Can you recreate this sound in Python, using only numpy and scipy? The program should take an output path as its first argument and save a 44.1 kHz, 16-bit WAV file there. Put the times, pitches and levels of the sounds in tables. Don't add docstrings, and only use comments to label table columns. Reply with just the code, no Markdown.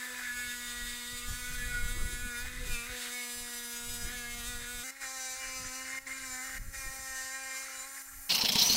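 import sys
import numpy as np
from scipy import signal
from scipy.fft import rfft, irfft
from scipy.io import wavfile
from scipy.ndimage import uniform_filter1d, map_coordinates

SR = 44100
rng = np.random.default_rng(int(sys.argv[2]) if len(sys.argv) > 2 else 0)


def volts_from_db(level):
    exponent = np.asarray(level, float) / 20
    return 10 ** exponent


def wrap_up_sound(samples):
    columns = np.atleast_2d(samples).T
    tamed = np.clip(columns, -1, 1)
    steps = np.round(tamed * 32767).astype(np.int16)
    wavfile.write(sys.argv[1], SR, steps)


N = 386316
MIC_MOVE_S, TRUE_SPEED_S = 4.838, 8.292
FRESH_KNEE_HZ = 6400
RETURN_S = 0.021

# columns start/s, end/s, coarse scratch/dB, fine scratch/dB
LIFTS = [
    (2.483, 2.653, -3, -2),
    (4.905, 5.005, -8.5, -8),
    (5.987, 6.063, -11, -6.5),
    (6.581, 6.73, -11.5, -5),
    (7.853, 7.94, -2, -1.5),
    (8.02, 8.29, -6.5, -2.5),
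]
# columns t/s, pressure/dB, brightness/dB (higher as the rim bites shallower)
FEED = [(0, -1, 2.5), (.38, 0, 1.5), (.8, 1, 0.5), (1.3, 0, 1.5), (2.33, -2.5, 2.5), (2.72, 2, 1),
        (2.89, -1.5, 2), (2.98, 3.5, 0.5), (3.35, 0, 2), (4.29, -0.5, 2), (4.78, 0, 2.5), (5.2, 0.5, -2),
        (6.2, -0.5, -0.5), (6.45, 0.5, 2), (6.93, -0.5, 2), (7.49, -1, -2), (7.8, -0.5, 2), (8.29, -1, 9)]


def rms_one(x):
    return x / np.sqrt(np.mean(x ** 2) + 1e-20)


def columns_at(table, t):
    s, *columns = np.transpose(table)
    return np.array([np.interp(t, s, c) for c in columns])


def at_hz(points, hz):
    points_hz, db = np.transpose(points)
    return np.interp(np.log(hz), np.log(points_hz), db)


def moved(t):
    return (t >= MIC_MOVE_S).astype(int)


def spell(t, s, hold, rise, fall):
    return np.clip(np.minimum((t - s) / rise, (s + hold - t) / fall) + 1, 0, 1)


def drift(shape, rate, steps_per_s):
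    run_in = 3000
    r = np.exp(-2 * np.pi * rate / steps_per_s)
    white = rng.standard_normal(shape[:-1] + (shape[-1] + run_in,))
    return rms_one(signal.lfilter([1], [1, -2 * r, r * r], white)[..., run_in:])


def banded_noise(spectrum, patchy_db, patch_rate):
    low, high = spectrum[0][0], spectrum[-1][0]
    edges = np.geomspace(low, high, int(3 * np.log2(high / low)) + 2)
    hz = np.sqrt(edges[1:] * edges[:-1])
    white = rng.standard_normal((2, N))
    flicker = drift((len(hz), N // 64 + 2), patch_rate, SR / 64)
    bands = []
    for k, db in enumerate(at_hz(spectrum, hz)):
        band_pass = signal.butter(2, edges[k:k + 2], "band", fs=SR, output="sos")
        patches = np.interp(np.arange(N) / 64, np.arange(flicker.shape[1]), volts_from_db(patchy_db * flicker[k]))
        bands.append(volts_from_db(db) * patches * signal.sosfilt(band_pass, white[k % 2]))
    bands = np.array(bands)
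    return hz, bands / np.sqrt(np.mean(bands.sum(0) ** 2))


def wind(t):
    # columns f/Hz, level/dB per Hz
    colour = [(12, 3.5), (27, 3), (45, -3.5), (92, -12), (200, -32.5)]
    # columns t/s, peak/dB, rise/s, fall/s, the last two over a span of 16 dB
    gusts = [(.42, -55.5, 0.77, 0.85), (.84, -42.5, 0.26, .11), (1.299, -37.5, 0.044, 0.38),
             (1.53, -39.5, .3, 0.16), (2.04, -33, 0.75, 0.14), (2.26, -39.5, 0.64, 0.48),
             (2.68, -37, 0.39, 0.18), (2.9, -46, 0.17, 0.071), (5.04, -57, 0.055, 0.041),
             (6.9, -42, 0.16, 0.081), (7.82, -58, 0.27, .2), (3.38, -58.5, 0.082, 0.95),
             (3.88, -42, 0.072, 0.21), (4.05, -40, 0.096, 0.36), (4.53, -39, 0.45, 0.16),
             (4.8, -44.5, .17, 0.048), (5.65, -46, 0.25, 0.1), (6.23, -56, 1, 0.2),
             (6.589, -41, 0.12, 0.47), (8.18, -54, 0.2, 0.17), (8.75, -55, 0.64, .55)]
    levels_db = [db - 16 * np.maximum((s - t) / rise, (t - s) / fall) for s, db, rise, fall in gusts]
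    calm_db = -74
    level_db = np.maximum(np.max(levels_db, axis=0), calm_db) + 3.6 * drift((N,), 8.2, SR)
    lumps = banded_noise(colour, patchy_db=2.0, patch_rate=25.0)[1].sum(0)
    flutter_colour = [(100, 9.5), (250, -1.5), (900, -20.0)]   # f/Hz, level/dB per Hz
    flutter = banded_noise(flutter_colour, patchy_db=5.5, patch_rate=10.0)[1].sum(0)
    return volts_from_db(level_db) * lumps + volts_from_db(1.06 * (level_db + 40.5) - 56.5) * flutter


def spray():
    # columns f/Hz, level/dB per Hz
    colour = [(150, -15), (600, -11.5), (1500, -1), (2500, -25), (15700, -8)]
    return volts_from_db(-62.5) * banded_noise(colour, patchy_db=9.0, patch_rate=6.9)[1].sum(0)


def pump(t):
    # columns f/Hz, level/dB
    places = [
        [(1034, -69), (1275, -66.5)],
        [(1110, -77), (1370, -66)],
    ]
    early, late = (sum(np.sqrt(2) * volts_from_db(db) * np.sin(2 * np.pi * hz * t) for hz, db in tones)
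                   for tones in places)
    return np.where(moved(t), late, early)


def table_knocks():
    # columns t/s, level/dB
    knocks = [
        (8.436, -30.5),
        (8.555, -24.5),
        (8.62, -30.5),
        (8.70, -29),
        (8.743, -32.5),
    ]
    # columns f/Hz, level/dB, t60/s
    modes = [
        (220, 1, 0.05),
        (442, -11.5, 0.12),
        (927, -5, 0.12),
    ]
    blows = np.zeros(N)
    for s, db in knocks:
        blows[round(s * SR)] = volts_from_db(db)
    soft = np.hanning(round(0.001 * SR))
    blows = np.convolve(blows, soft / soft.sum())[:N] + 1e-18
    out = 0
    for hz, db, t60 in modes:
        r, w = volts_from_db(-60 / (t60 * SR)), 2 * np.pi * hz / SR
        out = out + signal.lfilter([0, volts_from_db(db) * np.sin(w)], [1, -2 * r * np.cos(w), r * r], blows)
    return out


def chips():
    # columns t/s, level/dB
    flakes = [
        (8.449, -16),
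        (8.5213, -16),
        (8.5556, -14),
        (8.617, -23),
        (8.699, -27),
        (8.746, -18),
    ]
    snaps = np.zeros(N)
    for s, db in flakes:
        snaps[round(s * SR)] = volts_from_db(db)
    fading = signal.lfilter([1], [1, -np.exp(-1 / (0.003 * SR))], snaps + 1e-18)
    bright = signal.butter(2, [2500, 7000], "band", fs=SR, output="sos")
    return signal.sosfilt(bright, 0.79 * fading * rng.standard_normal(N))


def disc_rings(t):
    # columns width/Hz, level/dB
    modes = [
        (260, -3),
        (190, 2),
        (89, -3.5),
        (120, -3.5),
    ]
    # columns t/s, four ring pitches/Hz, trade of the third ring for the fourth/dB
    grip = [
        (8.29, 2843, 4280, 5270, 5750, -2),
        (8.42, 2850, 4140, 5350, 5700, -7.5),
        (8.492, 3306, 3995, 5340, 5800, -2),
        (8.55, 3380, 4030, 5300, 5950, -2),
        (8.592, 3370, 4060, 5370, 5800, -6),
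        (8.64, 3120, 4080, 5200, 5800, 5),
        (8.70, 2940, 4260, 5220, 6050, 11),
        (8.76, 2940, 4370, 5200, 6100, 9),
    ]
    *tracks_hz, trade_db = columns_at(grip, t)
    rings = 0
    for ring_hz, (width_hz, db), share in zip(tracks_hz, modes, (-0.45, -0.18, -0.92, 0.6)):
        r = np.exp(-np.pi * width_hz / SR)
        sway = signal.lfilter([1], [1, -r], rng.standard_normal((2, N)))
        phase = 2 * np.pi * np.cumsum(ring_hz) / SR
        ring = rms_one(sway[0] * np.cos(phase) + sway[1] * np.sin(phase))
        rings = rings + volts_from_db(db + share * trade_db + 3.3 * drift((N,), 26.0, SR)) * ring
    return rings


def close_cut(t):
    # columns t/s, peak/dB, brightness/dB
    bites = [(8.3103, -20, -5.5), (8.346, -7.5, -0.5), (8.3805, -11, -1.5), (8.41, -8.5, -1),
             (8.446, -13, -12.5), (8.4845, -6, -2.5), (8.519, -8, 3), (8.554, -10.5, 1.5), (8.588, -11, 8),
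             (8.614, -7.5, 8.5), (8.6264, -19, -1), (8.6588, -24, 15), (8.6934, -20, 17), (8.723, -20, 15)]
    # columns t/s, level/dB
    grind = [
        (8.285, -17),
        (8.31, -33.5),
        (8.4, -43),
        (8.5, -44),
        (8.58, -36),
        (8.64, -33),
        (8.76, -30),
    ]
    # columns f/Hz, level/dB per Hz
    colour = [(60, -29), (206, -0.5), (361, -13), (940, -5), (1720, -25), (2330, -12.5), (3720, -11),
              (4090, -5.5), (5900, -7), (6600, -21), (9240, -19.5), (11200, -25), (12800, -12),
              (14200, -17.5), (15600, -11)]
    grind_db, = columns_at(grind, t)
    grit_db = -37 + 0.53 * (grind_db + 37.5)
    dull, bright = volts_from_db(grind_db), volts_from_db(grind_db)
    for s, peak_db, tilt_db in bites:
        age = np.clip((t - s + 0.0041) / 0.013, 0, None)
        swell = age ** 2.24 * np.exp(-age * 2.44) * 3.8
        dull = dull + volts_from_db(peak_db - 13.5 - tilt_db) * swell
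        bright = bright + volts_from_db(peak_db - 17.0 + tilt_db) * swell
    hz, bands = banded_noise(colour, patchy_db=3.0, patch_rate=28.0)
    clumps = volts_from_db(1.2 * drift((N,), 280.0, SR))
    stone = rms_one(bands[(hz > 1400) & (hz < 7000)].sum(0))
    middle = clumps * (stone + volts_from_db(1.0) * rms_one(disc_rings(t)))
    middle = signal.sosfilt(signal.butter(8, 6500, fs=SR, output="sos"), middle)
    lower = signal.sosfiltfilt(signal.butter(2, 4300, fs=SR, output="sos"), middle)
    throb = (bright / uniform_filter1d(bright, size=SR // 20)) ** 0.76
    top = rms_one(bands[hz >= 7000].sum(0)) * volts_from_db(grit_db) * clumps * throb
    table = volts_from_db(-43.5) * rms_one(bands[hz <= 1400].sum(0))
    return dull * lower + bright * (middle - lower) + table + top + table_knocks() + chips()


def lifted_db(t):
    leave_s = 0.0046
    lost = 0
    for start, end, *db in LIFTS:
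        away = np.minimum((t - start) / leave_s, (end + RETURN_S / 2 - t) / RETURN_S)
        lost = lost + np.outer(db, np.clip(away, 0, 1))
    return lost


def chatter(t):
    # columns t/s, hold/s, settling/s, fresh share/0-1, rattle/dB
    spells = [(0, 0.27, 0.1, 0.55, 18.5), (0.412, 0.97, 0.056, 0.23, 4.5), (1.497, 0.068, 0.39, 0.4, 11),
              (2.455, 0.2, 0.077, 0.74, 17.5), (2.868, 0.24, 0.04, .45, 16),
              (4.08, 0.041, 0.11, 0.05, 14.5), (4.624, 0.033, 0.04, 0.4, 12),
              (4.887, 0.15, 0.12, 0.43, 15.5), (5.1, 1.33, 0.045, 0.26, 8.5), (5.437, 0.055, .06, 0.15, 8),
              (5.636, 0.027, 0.069, 0.23, 5), (5.856, 0.1, .1, 0.4, 8.5), (6.07, 0.13, 0.06, 0.5, 7),
              (6.472, 0.24, 0.097, 0.62, 17), (6.799, 0.87, 0.14, 0.18, 6.5),
              (7.685, 0.72, 0.091, 0.61, 11.5), (5.1, 0.21, 0.04, -0.3, -3), (7.792, 0.06, 0.02, 0, 0),
              (8.248, 0.1, 0.05, 0, 0)]
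    loosen_s, fresh_at_rest = 0.07, 0.26
    fresh, rise_db = sum(np.outer(both, spell(t, s, hold, loosen_s, settle))
                         for s, hold, settle, *both in spells)
    return np.clip(fresh_at_rest + fresh, .03, .95), rise_db


def fresh_share(t, hz=FRESH_KNEE_HZ):
    return np.clip(chatter(t)[0] * np.minimum(hz / FRESH_KNEE_HZ, 1) ** 0.34, 0, .97)


def guard_rattle(t):
    # columns f/Hz, level/dB per Hz
    colour = [(300, 2), (1150, 0.5), (1500, 8.5), (2200, 8.5), (3000, -75), (3700, -10), (4200, -54)]
    rattle = banded_noise(colour, patchy_db=1.5, patch_rate=16.0)[1].sum(0)
    boxed = signal.sosfilt(signal.butter(4, 1250, "high", fs=SR, output="sos"), rattle)
    landing = sum(spell(t, end + RETURN_S, 0, RETURN_S, 0.052) for _, end, *_ in LIFTS)
    level_db = -62.5 + chatter(t)[1] + 0.99 * lifted_db(t)[0] + 3.5 * landing
    return (boxed + 0.17 * rattle) * volts_from_db(level_db + 1.3 * drift((N,), 35.0, SR))


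def contact_db(t):
    # columns stone/dB, grit/dB, fine grit/dB
    places = [
        (-50, -46.5, -52),
        (-50.5, -46, -53.5),
    ]
    pressure, bright = columns_at(FEED, t)
    coarse, fine = lifted_db(t)
    base = np.transpose(places)[:, moved(t)]
    return base + pressure + np.array([coarse - bright, 0.68 * coarse + 0.88 * fine, fine + bright])


def scratch_db(hz, t):
    # columns f/Hz, level/dB per Hz
    places = [
        [(2570, 3), (3360, -4), (3840, -5), (5020, 4.5), (7510, 7), (9820, 0), (14680, -5.5)],
        [(2570, -12.5), (3360, -22), (3840, -10), (5020, -3.5), (7510, 2), (9820, -2), (14680, -6)],
    ]
    edges_hz = [2400, 5200, 9500, 15700]
    low, high = np.array(edges_hz[:-1]), np.array(edges_hz[1:])
    per_hz = contact_db(t) - 10 * np.log10(high - low)[:, None]
    means = np.array([[at_hz(place, np.linspace(a, b, 20)).mean() for a, b in zip(low, high)]
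                      for place in places])
    late = moved(t)
    position = np.interp(np.log(hz), np.log(low * high) / 2, [0, 1, 2])
    blend = sum(np.clip(1 - np.abs(position - k), 0, 1) * (per_hz[k] - means[late, k]) for k in range(3))
    early_colour, late_colour = (at_hz(place, hz) for place in places)
    return blend + np.where(late, late_colour, early_colour)


def grit(t):
    hz, bands = banded_noise([(2300, 0), (16500, 0)], patchy_db=1.2, patch_rate=8.0)
    return sum(band * volts_from_db(scratch_db(centre, t) + 38.0) * np.sqrt(fresh_share(t, centre))
               for centre, band in zip(hz, bands))


def speed(t):
    # columns t/s, speed/turns per s
    steady = [(0, 244), (.81, 241.5), (1.2, 241.5), (2.19, 242.6), (3.1, 242.3), (3.47, 240.6), (3.81, 238),
              (4.834, 240), (4.839, 260.5), (5.1, 262), (5.33, 258.6), (5.8, 260.8), (6.1, 262),
              (6.58, 262.7), (6.97, 265.6), (7.19, 262.6), (7.78, 263.2)]
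    # columns t/s, hold/s, return/s, gain/turns per s
    eases = [(0, .19, .13, 5), (.36, .08, .2, 2), (1.13, .02, .05, 2), (1.26, .05, .1, 2),
             (1.39, .16, .2, 4), (1.7, 0, .1, 1.5), (1.94, .03, .26, 2.8), (2.235, 0, .06, 3),
             (2.34, .03, .03, -2.8), (2.45, .22, .04, 6), (2.77, .07, .03, -6), (2.9, 0, .17, 7),
             (3.14, .02, .13, 3.5), (3.4, 0, .07, 1), (3.9, .04, .08, 1.8), (4.125, .02, .1, 7),
             (4.44, .01, .025, -4), (4.485, .02, .09, 5), (4.71, .02, .1, 5), (4.94, .07, .06, 9),
             (5.13, .02, .06, 2), (5.39, .03, .15, 3.5), (5.62, .1, .05, -3.2), (5.94, .05, .03, 3),
             (6.03, .03, .03, 6.5), (6.14, .03, .08, 3.5), (6.3, .11, .04, -6), (6.47, 0, .04, 1.5),
             (6.63, .08, .1, 8), (6.8, 0, .08, 2.5), (7.34, .08, .12, 3), (7.6, .08, .03, 3.5),
             (7.87, 1.5, .1, 6.6)]
    run_up_s = 0.05
    return columns_at(steady, t)[0] + sum(gain * spell(t, s, hold, run_up_s, back)
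                                          for s, hold, back, gain in eases)


def seat_db(t, count):
    seats_s = [0, .3, .62, 1.27, 1.6, 2.3, 2.68, 3.12, 3.75, 4.07, 4.46, 4.838, 5.4, 6.03, 6.7, 7.3, 7.7]
    levels = 3.0 * rng.standard_normal((count, len(seats_s)))
    return uniform_filter1d(levels[:, np.searchsorted(seats_s, t, "right") - 1], size=8, axis=1)


def low_orders_db(t):
    places = [
        (-56.5, -59, -66, -64.5, -54, -56.5, -54, -58.5),
        (-65, -60, -57, -56.5, -55, -56.5, -57, -57),
    ]
    base = np.transpose(places)[:, moved(t)]
    base = np.insert(base, 4, (base[3] + base[4]) / 2, axis=0)
    pressure, bright = columns_at(FEED, t)
    loaded = 0.45 * (pressure - bright) + 1.33 * lifted_db(t)[0] - 5 * fresh_share(t) ** 2
    return base + loaded * np.clip(np.arange(1, 10)[:, None] / 3.86, 0, 1)


def singing_db(t, orders):
    # columns t/s, hold/s, order, level/dB; slow swells at the first microphone place
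    sings = [(0, 1, 4, 4), (0, 0.42, 7, 12), (0, 0, 9, -27), (.3, 0, 6, 12.5), (.36, 1.4, 9, 5),
             (.35, 1.1, 3, -4.5), (.3, 1.06, 2, -3.5), (.4, 1.3, 4, -9), (1.35, 1.0, 6, 5),
             (1.52, 0.8, 9, 4.5), (1.61, 0.9, 7, 3.5), (1.9, 0.37, 6, 4), (2.3, 0.26, 7, 4.5),
             (2.72, -0.3, 9, 8), (2.7, -0.66, 2, 9), (3.0, 2.2, 3, 5.5), (3.14, 0, 9, 11.5),
             (3.4, 0.9, 8, -6.5), (2.76, 0.09, 10, 16), (4.13, 0, 7, 10), (4.36, -1, 9, 11)]
    sings_later = [(4.82, 0.052, 8, 15), (4.76, 0, 1, 19), (5.063, 0, 7, 12.5), (5.3, 0, 9, 4.5),
                   (5.61, 0.93, 1, 7.5), (5.94, 0.039, 7, 13), (5.94, 0.0079, 8, 13), (5.83, 0.026, 9, 1),
                   (6, 0.11, 7, 5), (6.14, 0.43, 8, 8), (6.56, 0, 7, 9), (6.843, 0.67, 7, 12.5),
                   (7.28, 0.34, 8, 5.5), (8.12, 0.41, 2, -9)]
    # columns t/s,
    # hold/s, order, level/dB
    flares = [(0.12, 0.3, 10, 8), (0.14, 0.044, 4, 11), (0.13, 0.12, 7, 5), (0.35, 0.19, 9, 6),
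              (0.57, 0.62, 11, -8), (0.69, 0.37, 3, 3), (0.7, 0.19, 7, -4), (0.96, 0.26, 4, 7),
              (1.25, 0.16, 7, 5), (1.32, 0.24, 8, -7), (1.34, 0.19, 4, 11), (1.34, 0.46, 10, 9),
              (1.45, 0.34, 6, 6.5), (1.59, 0.044, 7, 13.5), (1.73, 0.14, 6, 8), (2.16, 0.11, 2, -5),
              (2.18, 0.18, 4, -6), (2.2, 0.35, 10, 10), (2.31, 0.025, 6, 1), (2.35, 0.07, 9, 8),
              (2.53, 0.11, 9, -10), (2.74, 0.12, 11, 12), (2.9, 0.14, 10, -3), (3.07, 0.39, 6, -8),
              (3.14, 0.38, 10, 3.5), (3.17, 0.56, 5, -5.5), (3.47, 0.3, 9, -4), (3.86, 0.28, 11, -9),
              (4.14, 0.24, 3, 4), (4.24, 0.14, 8, -2), (4.36, 0.22, 9, -5), (4.42, 0.26, 7, 5),
              (4.68, 0.14, 8, -8), (4.84, 0.11, 4, -17), (5.09, 0.05, 7, -12), (5.19, 0.35, 5, -7.5),
              (5.29, 0.18, 7, 6.5), (5.12, 0.16, 6, 6), (5.85, 0.07, 9, 6), (5.81, 0.13, 4, 7),
              (6.07, 0.23, 3, -9), (6.17, 0.24, 6, 7.5), (6.47, 0.063, 4, 4), (6.53, 0.15, 6, 10),
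              (6.99, 0.2, 8, 5.5), (7.02, 0.28, 9, -9),
              (0.108, 0.023, 2, 8),
        (0.237, 0.11, 2, -12),
        (1.36, 0, 2, -10),
        (2.62, 0.02, 2, 10),
        (2.928, 0.039, 2, 9),
        (5.38, 0, 1, -16),
        (6.02, 0.017, 1, -8),
        (2.32, 0.07, 15, 11),
        (4.625, 0.019, 15, 11),
        (7.303, 0.63, 15, 4),
              (0.03, 0.55, 24, -12), (0.31, 0.26, 15, 6), (0.5, 0.46, 50, 6), (0.58, 0.3, 28, 6),
                (0.62, 0.69, 26, -12), (0.64, 0.49, 18, 5.5), (0.9, 0.5, 19, 4.5), (5.46, 0.39, 20, -2),
                (1.05, 0.25, 29, 8), (1.26, 0.45, 54, 11), (6.82, 0.18, 25, -9), (6.24, 0.29, 25, -9),
                (1.27, 0.43, 50, 6), (7.03, 0.18, 24, 6), (1.6, 0.67, 34, 5), (1.55, 0.45, 44, 7.5),
                (1.66, 0.64, 40, 6), (2.4, 0.61, 33, -6), (1.57, 0.49, 28, -10), (2.03, 0.51, 44, 9.5),
                (4.26, 0.16, 25, -6), (3.18, 0.5, 27, -15), (3.22, 0.37, 40, 7.5), (2.02, 0.45, 9, 4),
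                (4.16, 0.22, 9, 8), (3.31, 0.38, 46, 6.5), (7.22, 0.21, 18, 6), (3.406, 0.37, 28, 6),
                (3.51, 0.45, 51, 8), (3.79, 0.27, 30, -9), (4.5, 0.29, 29, -7), (3.77, 0.31, 21, 11.5),
                (4.877, 0.42, 20, 8), (5.07, 0.69, 23, 7.5), (5.42, 0.22, 19, 6), (6.6, 0.48, 30, -8),
                (6.822, 0.24, 27, -13), (6.996, 0.49, 32, 7.5), (7.008, 0.56, 28, 9.5),
                (7.24, 0.47, 39, -11), (7.78, 0.06, 15, 9), (7.78, 0.06, 27, 12)]

    def swells(rows, ramp):
        return sum(db * (orders == round(k)) * spell(t, s, hold, ramp, ramp) for s, hold, k, db in rows)

    slow = np.where(moved(t), swells(sings_later, 0.21), swells(sings, 0.21))
    return slow + swells(flares, 0.034)


def whine(t):
    unsteady = np.interp(t, np.linspace(0, t[-1], 2000), drift((2000,), 12.38, 218.6))
    turns = np.cumsum(speed(t) + 0.2525 * unsteady) / SR
    when = np.interp(np.arange(2400), turns, t)
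    rate = speed(when)
    orders = np.arange(1, 67)[:, None]
    low = orders[:9]
    slow = drift((2, len(orders), len(when)), 2.11, 225)
    fast = 0.5 * drift((2, len(orders), len(when)), 26.0, 290)
    wear = slow + fast
    held = np.sqrt(2) * volts_from_db(seat_db(when, count=len(orders))) * np.exp(1j * (slow[0] + orders ** 2))
    held = held + fast[0] + 1j * fast[1]
    repeated = np.sqrt(rate * (1 - fresh_share(when, orders * rate)))
    pattern = held * volts_from_db(scratch_db(orders * rate, when) - 1.31) * repeated
    pattern *= volts_from_db(1.2 * drift((len(when),), 10.8, 260))
    low_db = low_orders_db(when)
    low_db += 3.6 * (fresh_share(when) + 0.11) * drift((9, len(when)), 11.5, 280) * low / 9
    wobble = 1 + 0.08 * low * (wear[0, :9] + 1j * wear[1, :9])
    phase = np.pi / 2 * low ** 2 + .5 * rng.random((9, 1))
    pattern[:9] = np.sqrt(2) * volts_from_db(low_db) * wobble * np.exp(1j * phase)
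    pattern *= volts_from_db(singing_db(when, orders))
    size = 1024
    shapes = irfft(np.vstack([0 * when, pattern]), size, axis=0) * size / 2
    shapes = np.vstack([shapes, shapes[:1]])
    return map_coordinates(shapes, [turns % 1 * size, turns], order=1), turns


def through_blade(x, t):
    # columns f/Hz, width/Hz, level/dB
    places = [
        [(3706, 725, 13.5), (5680, 350, -8.5), (5967, 90, 7), (7970, 350, 3.5), (10630, 460, 4.5), (12600, 150, 6), (12950, 200, 2)],
        [(2891, 52, 11), (6230, 160, 6), (7162, 106, 13), (9120, 1000, 4.5), (11730, 470, 3.5), (14100, 620, 5)],
    ]
    hz = np.fft.rfftfreq(N, 1 / SR)
    heard = []
    for modes in places:
        gain_db = sum(db / (1 + ((hz - f) / width * 2) ** 2) for f, width, db in modes)
        heard.append(irfft(rfft(x) * volts_from_db(gain_db), N))
    return np.where(moved(t), heard[1], heard[0])


def scene():
    t = np.arange(N) / SR
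    tone, turns = whine(t)
    hard_spot = 1 + 0.21 * np.cos(2 * np.pi * turns)
    rim = tone + (grit(t) + guard_rattle(t)) * hard_spot
    fast = through_blade(rim, t) + pump(t) + spray()
    close = np.clip((t - TRUE_SPEED_S) / 0.012, 0, 1)
    mono = (1 - close) * fast + close * close_cut(t) + wind(t)
    return np.array([mono, mono])


def low_pass(x):
    return signal.sosfilt(signal.butter(12, 17110, fs=SR, output="sos"), x)


def record(dry):
    rounded = 0.39 * np.tanh(dry / 0.41)
    kept = np.fft.rfftfreq(N, 1 / SR) < 15760
    return low_pass(irfft(rfft(rounded) * kept, N))


dry = scene()
out = record(dry)
wrap_up_sound(out)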